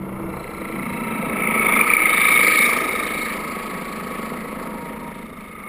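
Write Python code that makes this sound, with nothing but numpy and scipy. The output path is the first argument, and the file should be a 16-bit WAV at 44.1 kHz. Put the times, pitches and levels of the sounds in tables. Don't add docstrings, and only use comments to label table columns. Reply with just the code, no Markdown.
import sys
import numpy as np
from scipy import signal
from scipy.fft import rfft, irfft, next_fast_len
from scipy.io import wavfile
from scipy.ndimage import uniform_filter1d

SR = 44100
rng = np.random.default_rng(int(sys.argv[2]) if len(sys.argv) > 2 else 0)


def generate_wav(sig):
    pcm = np.round(np.clip(np.atleast_2d(sig).T, -1, 1) * 32767).astype(np.int16)
    wavfile.write(sys.argv[1], SR, pcm)


def to_linear_factor(level_db):
    exponent = np.asarray(level_db, float) / 20
    return 10 ** exponent


N = 250488
TIME = np.arange(N) / SR

# time in seconds, left turns per second, right turns per second.
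SHAFT_SPEEDS = [(0.0, 28.798, 23.947), (0.4, 28.496, 24.144), (0.8, 28.154, 24.347), (1.2, 27.766, 24.449),
                (1.6, 27.328, 24.2), (2.0, 26.927, 23.941), (2.4, 26.72, 23.877), (2.8, 26.745, 23.894),
                (3.2, 26.856, 23.879), (3.6, 26.958, 23.901), (4.0, 27.005, 23.938), (4.4, 26.976, 23.868),
                (4.8, 26.942, 23.764), (5.2, 26.929, 23.79), (5.68, 26.941, 23.918)]
# frequency in Hz, density in dB per Hz.
GURGLE_COLOUR = [(90, -43), (140, -12), (330, 1.5), (750, -3), (1100, 1), (1400, -3.5), (1800, -31)]
RUSH_COLOUR = [(1200, -39), (1450, -14), (1600, 0.5), (1900, 4), (2600, -3), (3500, -12), (4300, -23),
               (5000, -47)]
FIZZ_COLOUR = [(3000, -7), (4000, 3), (4600, 2.5), (5100, -6.5), (5500, -17), (5900, -28)]
# frequency in Hz, width in Hz, level in dB.
LEFT_HULL_MODES = [(164, 27, -2), (220.8, 29.6, 4), (281, 40, -9.5), (383, 33, -17.5)]
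RIGHT_HULL_MODES = [(234, 77, 0), (317, 49, -5.5), (366, 40, -2), (493.7, 60, 3), (662, 36, -2)]
# time in seconds, peak in dB, frequency in Hz.
GEAR_SLAPS = [(0.8534, -23.5, 2200), (1.4197, -9.5, 2210), (1.4716, -7.5, 2155), (1.5948, -8, 2260),
              (1.6646, -3, 2210), (1.721, -5.5, 2250), (1.8098, -0.5, 2360), (1.9001, -2, 2370),
              (1.9345, 1, 2330), (1.9659, 1.5, 2240), (2.0547, 0, 2156), (2.0921, -5, 2187),
              (2.2523, -1, 2197), (2.3401, -4.5, 2219), (2.3955, -6.5, 2300), (2.4653, -3.5, 2134),
              (2.5212, -5.5, 2290), (2.6469, -7.5, 2330), (3.6954, -24, 2070)]
# frequency in Hz, width in Hz, level in dB.
COUPLING_MODES = [(2070, 220, 7), (2660, 590, -8)]
DRONE_TONES_HZ = 137.1, 193
# time in seconds, nearness of the screws in dB, froth round them in dB,
# hull flank turned to the housing in dB, wake reaching it in dB.
BOAT_PASS = [(0, -37, -36, -10, -11.5), (0.251, -31, -36, -14, -6), (.5, -27, -31, -13, -7.5),
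             (.8, -21, -32, -2, -8.5), (1.1, -19, -30, 0.5, -6), (1.301, -16, -25, 2, -3),
             (1.45, -6.5, -26.5, 0.5, -2.5), (1.78, -1.5, -17, -1, 0), (1.95, -5, -10.5, -10, -4.5),
             (2.302, -.5, -3.5, -12, -3.5), (2.65, -3, -4.5, -7, -5), (2.85, -10, -8, -13, -3.5),
             (3.201, -14.5, -11.5, -8.5, -6), (3.6, -22, -14.5, -8, -8), (4.2, -25, -17.5, -5, -8),
             (4.852, -29, -25.5, -5, -9), (5.301, -32, -30, -9, -16), (5.68, -25.5, -32.5, -13.5, -17.5)]
LAYER_FOLLOWS = {"left knock": (-27, 0.05, 0.08, 1.01, -0.08), "left mesh": (-22, 0.47, 0.28, -0.01, 0.07),
                 "ring": (-36, 0.54, 0.93, 0.45, -0.4), "second": (-34, 0.8, -0.1, -0.15, 0.63),
                 "fourth": (-56, 0.3, 1.5, 0.5, 0.5), "right knock": (-28, -0.05, 0.1, 0.19, 0.83),
                 "whine": (-15.5, 1.01, 0.06, -0.02, -0.03), "right mesh": (-38, -0.03, 0.34, 0.33, 0.5),
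                 "tick": (-34.5, .6, -0.1, 0.2, 0.06), "gurgle": (-26.5, 0.04, 0.05, 0.04, 0.93),
                 "rush": (-22.5, 0.36, .35, 0.11, 0.21), "fizz": (-34, -0.25, 1.13, 0.18, 0.14),
                 "finest": (-52.5, -.5, 1.2, 0.3, .01), "sway": (-48, -.1, -0.08, -0.12, .6),
                 "hum": (-52, 0, -0.3, .3, 0.7), "growl": (-46, .01, 0.1, 3, 0),
                 "low note": (-40.5, 0.2, 0.4, .3, -0.5), "high note": (-39, 0.3, 0.1, -0.3, .5),
                 "grind": (-80, .01, .01, .01, .01)}
LAYER_SPELLS = {"growl": [(-.4, 0.62, -37), (.5, 1.3, -42.5), (4.7, 5.9, -55)], "low note": [(-.4, .5, -32),
                (.45, 1.16, -36)], "high note": [(-.4, 0.48, -35.5), (.45, 1.23, -40)],
                "second": [(.7, 1.6, -48)], "left mesh": [(.35, 2.2, -43), (1.51, 2.01, -31.5)],
                "tick": [(.25, 1.3, -45.5)], "right knock": [(2.2, 3.1, -40)], "ring": [(.2, .9, -55.5),
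                (.7, 1.5, -53), (1.6, 1.84, -40.5), (2.0, 2.5, -36), (2.54, 2.72, -35.5),
                (2.65, 3.4, -43.5), (4.7, 6, -61.5)], "hum": [(.75, 1.35, -42), (1.4, 2.05, -38.5),
                (4.35, 5.4, -43.5)], "fizz": [(1.5, 1.68, -56), (1.83, 1.98, -44), (2.18, 2.36, -51),
                (2.36, 2.66, -40)], "right mesh": [(1.4, 1.95, -35), (2.05, 2.45, -36.5), (2.9, 5.0, -43)],
                "fourth": [(-.1, 1.4, -68), (2.18, 2.45, -49)], "finest": [(4.4, 6, -76),
                (2.48, 2.95, -46.5), (2.72, 3.43, -60)], "grind": [(5.46, 5.9, -41.5)]}
# time in seconds, length in seconds, loss in dB.
BUBBLE_CLOUDS = [
    (1.847, 0.033, 4),
    (1.96, .03, 4),
]
# time in seconds, frequency in Hz.
MESH_THIRD = [(0, 3560), (.26, 3600), (.34, 4060), (.75, 3960), (1.2, 3835), (1.72, 3500), (2.0, 3640),
              (3.3, 3772), (5.68, 3615)]

WHEEL_TEETH, PINION_TEETH = 47, 20


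def right_drive(turns, left_turns):
    motor = turns * WHEEL_TEETH / PINION_TEETH
    rub = gate(motor, -0.4, 0.43) * gate(turns, -0.43, 0.19)
    thump = evened(knock(turns, -0.5, RIGHT_HULL_MODES, 2.2, -0.12, rub), 0.27, 0.055)
    mesh = level("right mesh") * wavering(WHEEL_TEETH * turns, 6.2, 0.84, even=1.0)
    whine = level("whine") * gear_whine(motor, left_turns)
    return level("right knock") * thump + slaps(whine) + mesh


def gear_whine(motor, left_turns):
    second = 2 * PINION_TEETH
    # motor order, level in dB.
    sides = [(second - 1, 0), (second + 1.2, -2.5), (second + 2, -10), (second - 3, -10), (second - 2, -7)]
    tones = sum(to_linear_factor(db) * wavering((order - 0.1) * motor, 5.1, 0.29, even=0.68) for order, db in sides)
    nearness_db = in_time(BOAT_PASS)[0]
    band_hz = 2253 + 3.0 * nearness_db
    band = wavering(np.cumsum(band_hz) / SR, 113.0, 0, even=0.6)
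    throb = gate(motor, 0.057, 0.85) * gate(left_turns, 0.04, 0.07)
    return evened(to_linear_factor(-0.5) * rms_one(tones) + throb * band, 0.097, 0.2)


def slaps(whine):
    rung, whine_share = np.zeros(N), np.ones(N)
    t = np.arange(600) / SR
    onset = np.sin(np.clip(t / 0.0015, 0, 1) * np.pi / 2) ** 2
    swell = np.exp(-((t - 0.003) / 0.003) ** 2) * onset
    for s, peak_db, hz in GEAR_SLAPS:
        i = round(s * SR)
        rung[i:i + 600] += to_linear_factor(peak_db - 3.0) * swell * np.sin(2 * np.pi * hz * t)
        whine_share[i - 200:i + 400] *= 1 - 0.75 * np.hanning(600)
    return whine_share * whine + rung


def left_drive(turns):
    thump = knock(turns, 0.1, LEFT_HULL_MODES, 0.71, -1.0, gate(turns, 1.0, 0.16))
    thump = evened(thump, 1.0, 0.077)
    bind = rms_one(1 + 1.04 * np.cos(2 * np.pi * (turns + 0.2)))
    teeth = wavering(WHEEL_TEETH * turns, 3.34, 0.59, even=0.65)
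    teeth = teeth + to_linear_factor(-14) * wavering((WHEEL_TEETH + 1) * turns, 7.2, 0.99)
    scrape = to_linear_factor(-5) * resonate(bind * rng.standard_normal(N), [(1206, 44, 0)])
    mesh = evened(bind * teeth + scrape, 1.0, 0.074)
    return level("left knock") * thump + level("left mesh") * mesh + left_overtones(turns)


def left_overtones(turns):
    ring_cycles = np.cumsum(in_time(MESH_THIRD)[0]) / SR
    ring = gate(turns, -0.13, 0.95) * wavering(ring_cycles, 150.0, 0, even=0.45)
    second = gate(turns, 0.017, 0.6) * wavering(2 * WHEEL_TEETH * turns, 75.0, 0.05, even=0.6)
    fourth = gate(turns, -0.37, 0.34) * wavering(4 * WHEEL_TEETH * turns, 80.0, 0, even=0.27)
    return level("ring") * ring + level("second") * second + level("fourth") * fourth


def coupling(turns):
    struck = np.diff(np.floor(turns - 0.03), prepend=0) > 0
    blows = struck * to_linear_factor(1.5 * rng.standard_normal(N))
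    return level("tick") * resonate(resonate(blows, COUPLING_MODES), COUPLING_MODES[:1])


def hull_notes():
    low_hz, upper_hz = DRONE_TONES_HZ
    hum = level("hum") * wavering(940.0 * TIME, 22.0, 0.55, even=0.5)
    growl = level("growl") * wavering(low_hz * TIME, 24.0, 0.095, even=0.98)
    low = level("low note") * wavering(upper_hz * TIME, 3.95, 0.12, even=1.0)
    high_hz = 329.5 - 16 * (TIME > 1.6)
    high = level("high note") * wavering(np.cumsum(high_hz) / SR, 5.1, 0.66, even=0.92)
    grind = level("grind") * wavering(1205 * TIME, 60.6, 0, even=0.46)
    return hum + growl + low + high + grind


def water(left_turns, right_turns):
    stir = gate(left_turns, 0.15, 0.31) * gate(right_turns, 0, 0.026)
    gurgle = level("gurgle") * coloured(GURGLE_COLOUR, 1.0, count=6)
    rush = level("rush") * coloured(RUSH_COLOUR, 1.7, count=7)
    shed = gate(left_turns, -0.05, 0.55)
    fizz = level("fizz") * coloured(FIZZ_COLOUR, 2.5, count=5)
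    finest_colour = [(5000, -20), (5350, 2), (5650, -3), (5950, -1), (6050, -35)]
    finest = level("finest") * coloured(finest_colour, 1.9)
    sway_colour = [(15, -7), (28, -3.5), (42, -11.5), (60, -2.5), (80, -6.5), (105, -19.5), (130, -27)]
    sway = level("sway") * evened(coloured(sway_colour, 0.3), 0.95, 0.092)
    shaft_rate = to_linear_factor(-54) * np.sin(2 * np.pi * left_turns)
    return stir * (gurgle + rush) + shed * (fizz + finest) + sway + shaft_rate


def bubble_muffle():
    loss_db = sum(db * np.exp(-(2 * (TIME - s) / length_s) ** 2) for s, length_s, db in BUBBLE_CLOUDS)
    return to_linear_factor(-loss_db)


def knock(turns, at, modes, uneven_db, rub_db, rub):
    struck = np.diff(np.floor(turns - at), prepend=0) > 0
    blows = rms_one(struck * to_linear_factor(uneven_db * rng.standard_normal(N)))
    rung = resonate(blows + to_linear_factor(rub_db) * rub * rng.standard_normal(N), modes)
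    low_cut = signal.butter(6, 145, "high", fs=SR, output="sos")
    return rms_one(signal.sosfilt(low_cut, rung))


def level(name):
    top_db, *shares = LAYER_FOLLOWS[name]
    t = TIME[::64]
    s, *controls = np.transpose(BOAT_PASS)
    gain = to_linear_factor(top_db + np.interp(t, s, np.dot(shares, controls)))
    for start, end, db in LAYER_SPELLS.get(name, []):
        edge_s = 0.34 * (end - start)
        rise = np.clip(np.minimum(t - start, end - t) / edge_s, 0, 1)
        gain = gain + to_linear_factor(db) * np.sin(rise * np.pi / 2) ** 2
    ripple_db = 0.78 * drift(5.4)[::64]
    return np.interp(TIME, t, gain * to_linear_factor(ripple_db))


def wavering(cycles, width_hz, steady, even=0.19):
    steady = np.clip(steady, 0, 1)
    wander = (drift(width_hz) + 1j * drift(width_hz)) / np.sqrt(2)
    wander = wander / (np.abs(wander) + 1e-9) ** np.clip(even, 0, 1)
    height = np.sqrt(steady) + np.sqrt(1 - steady) * wander
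    return rms_one(np.real(height * np.exp(2j * np.pi * cycles)))


def coloured(spectrum, patchy_db, count=1):
    hz, db = np.transpose(spectrum)
    size = next_fast_len(N)
    octave = np.log2(np.arange(size // 2 + 1) * SR / size + 1)
    colour = to_linear_factor(np.interp(octave, np.log2(hz), db, left=-80, right=-80))
    noise = colour * rfft(rng.standard_normal(size))
    place = np.interp(octave, np.log2(hz[[0, -1]]), [0, count - 1])
    out = 0
    for k in range(count):
        band = irfft(noise * np.clip(1 - abs(place - k), 0, 1), size)[:N]
        out = out + band * to_linear_factor(patchy_db * drift(6.6))
    return rms_one(out)


def resonate(x, modes):
    out = 0
    for k, (hz, width_hz, db) in enumerate(modes):
        r = np.exp(-np.pi * width_hz / SR)
        b = [(1 - r * r) / 2, 0, (r * r - 1) / 2]
        a = [1, -2 * r * np.cos(2 * np.pi * hz / SR), r * r]
        out = out + (-1) ** k * to_linear_factor(db) * signal.lfilter(b, a, x)
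    return rms_one(out)


def gate(turns, peak_at, sharp):
    return rms_one(np.exp(sharp * np.cos(2 * np.pi * (turns - peak_at))))


def evened(x, share, span_s):
    loudness = np.sqrt(uniform_filter1d(x ** 2, round(span_s * SR)) + 1e-12)
    return rms_one(x / loudness ** np.clip(share, 0, 1))


def drift(rate_hz):
    r = np.exp(-32 * np.pi * rate_hz / SR)
    slow = signal.lfilter([1], [1, -2 * r, r * r], rng.standard_normal(N // 16 + 3002))
    slow = slow[3000:]
    return np.interp(np.arange(N) / 16, np.arange(len(slow)), rms_one(slow))


def in_time(rows):
    s, *columns = np.transpose(rows)
    return [np.interp(TIME, s, c) for c in columns]


def rms_one(x):
    return x / np.sqrt(np.mean(x ** 2) + 1e-20)


def scene():
    turns = np.cumsum(in_time(SHAFT_SPEEDS), axis=1) / SR
    left, right = turns - turns[:, [round(3.0 * SR)]]
    boat = right_drive(right, left) + left_drive(left) + coupling(left) + hull_notes()
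    return (bubble_muffle() * (boat + water(left, right)))[None]


def top_cut(x):
    return signal.sosfilt(signal.butter(12, 15710, fs=SR, output="sos"), x)


def record(dry):
    rounded = 1.5 * np.tanh(dry / 1.5)
    cut = signal.sosfilt(signal.cheby2(10, 22, 6050, fs=SR, output="sos"), rounded)
    coarse = signal.resample_poly(cut, 40, 147, axis=1)
    held = np.repeat(coarse, 4, axis=1)
    held = signal.resample_poly(held, 147, 160, axis=1)
    held = signal.sosfilt(signal.cheby2(10, 40, 15800, fs=SR, output="sos"), held)
    return top_cut(held[:, :N])


dry = scene()
out = record(dry)
generate_wav(out)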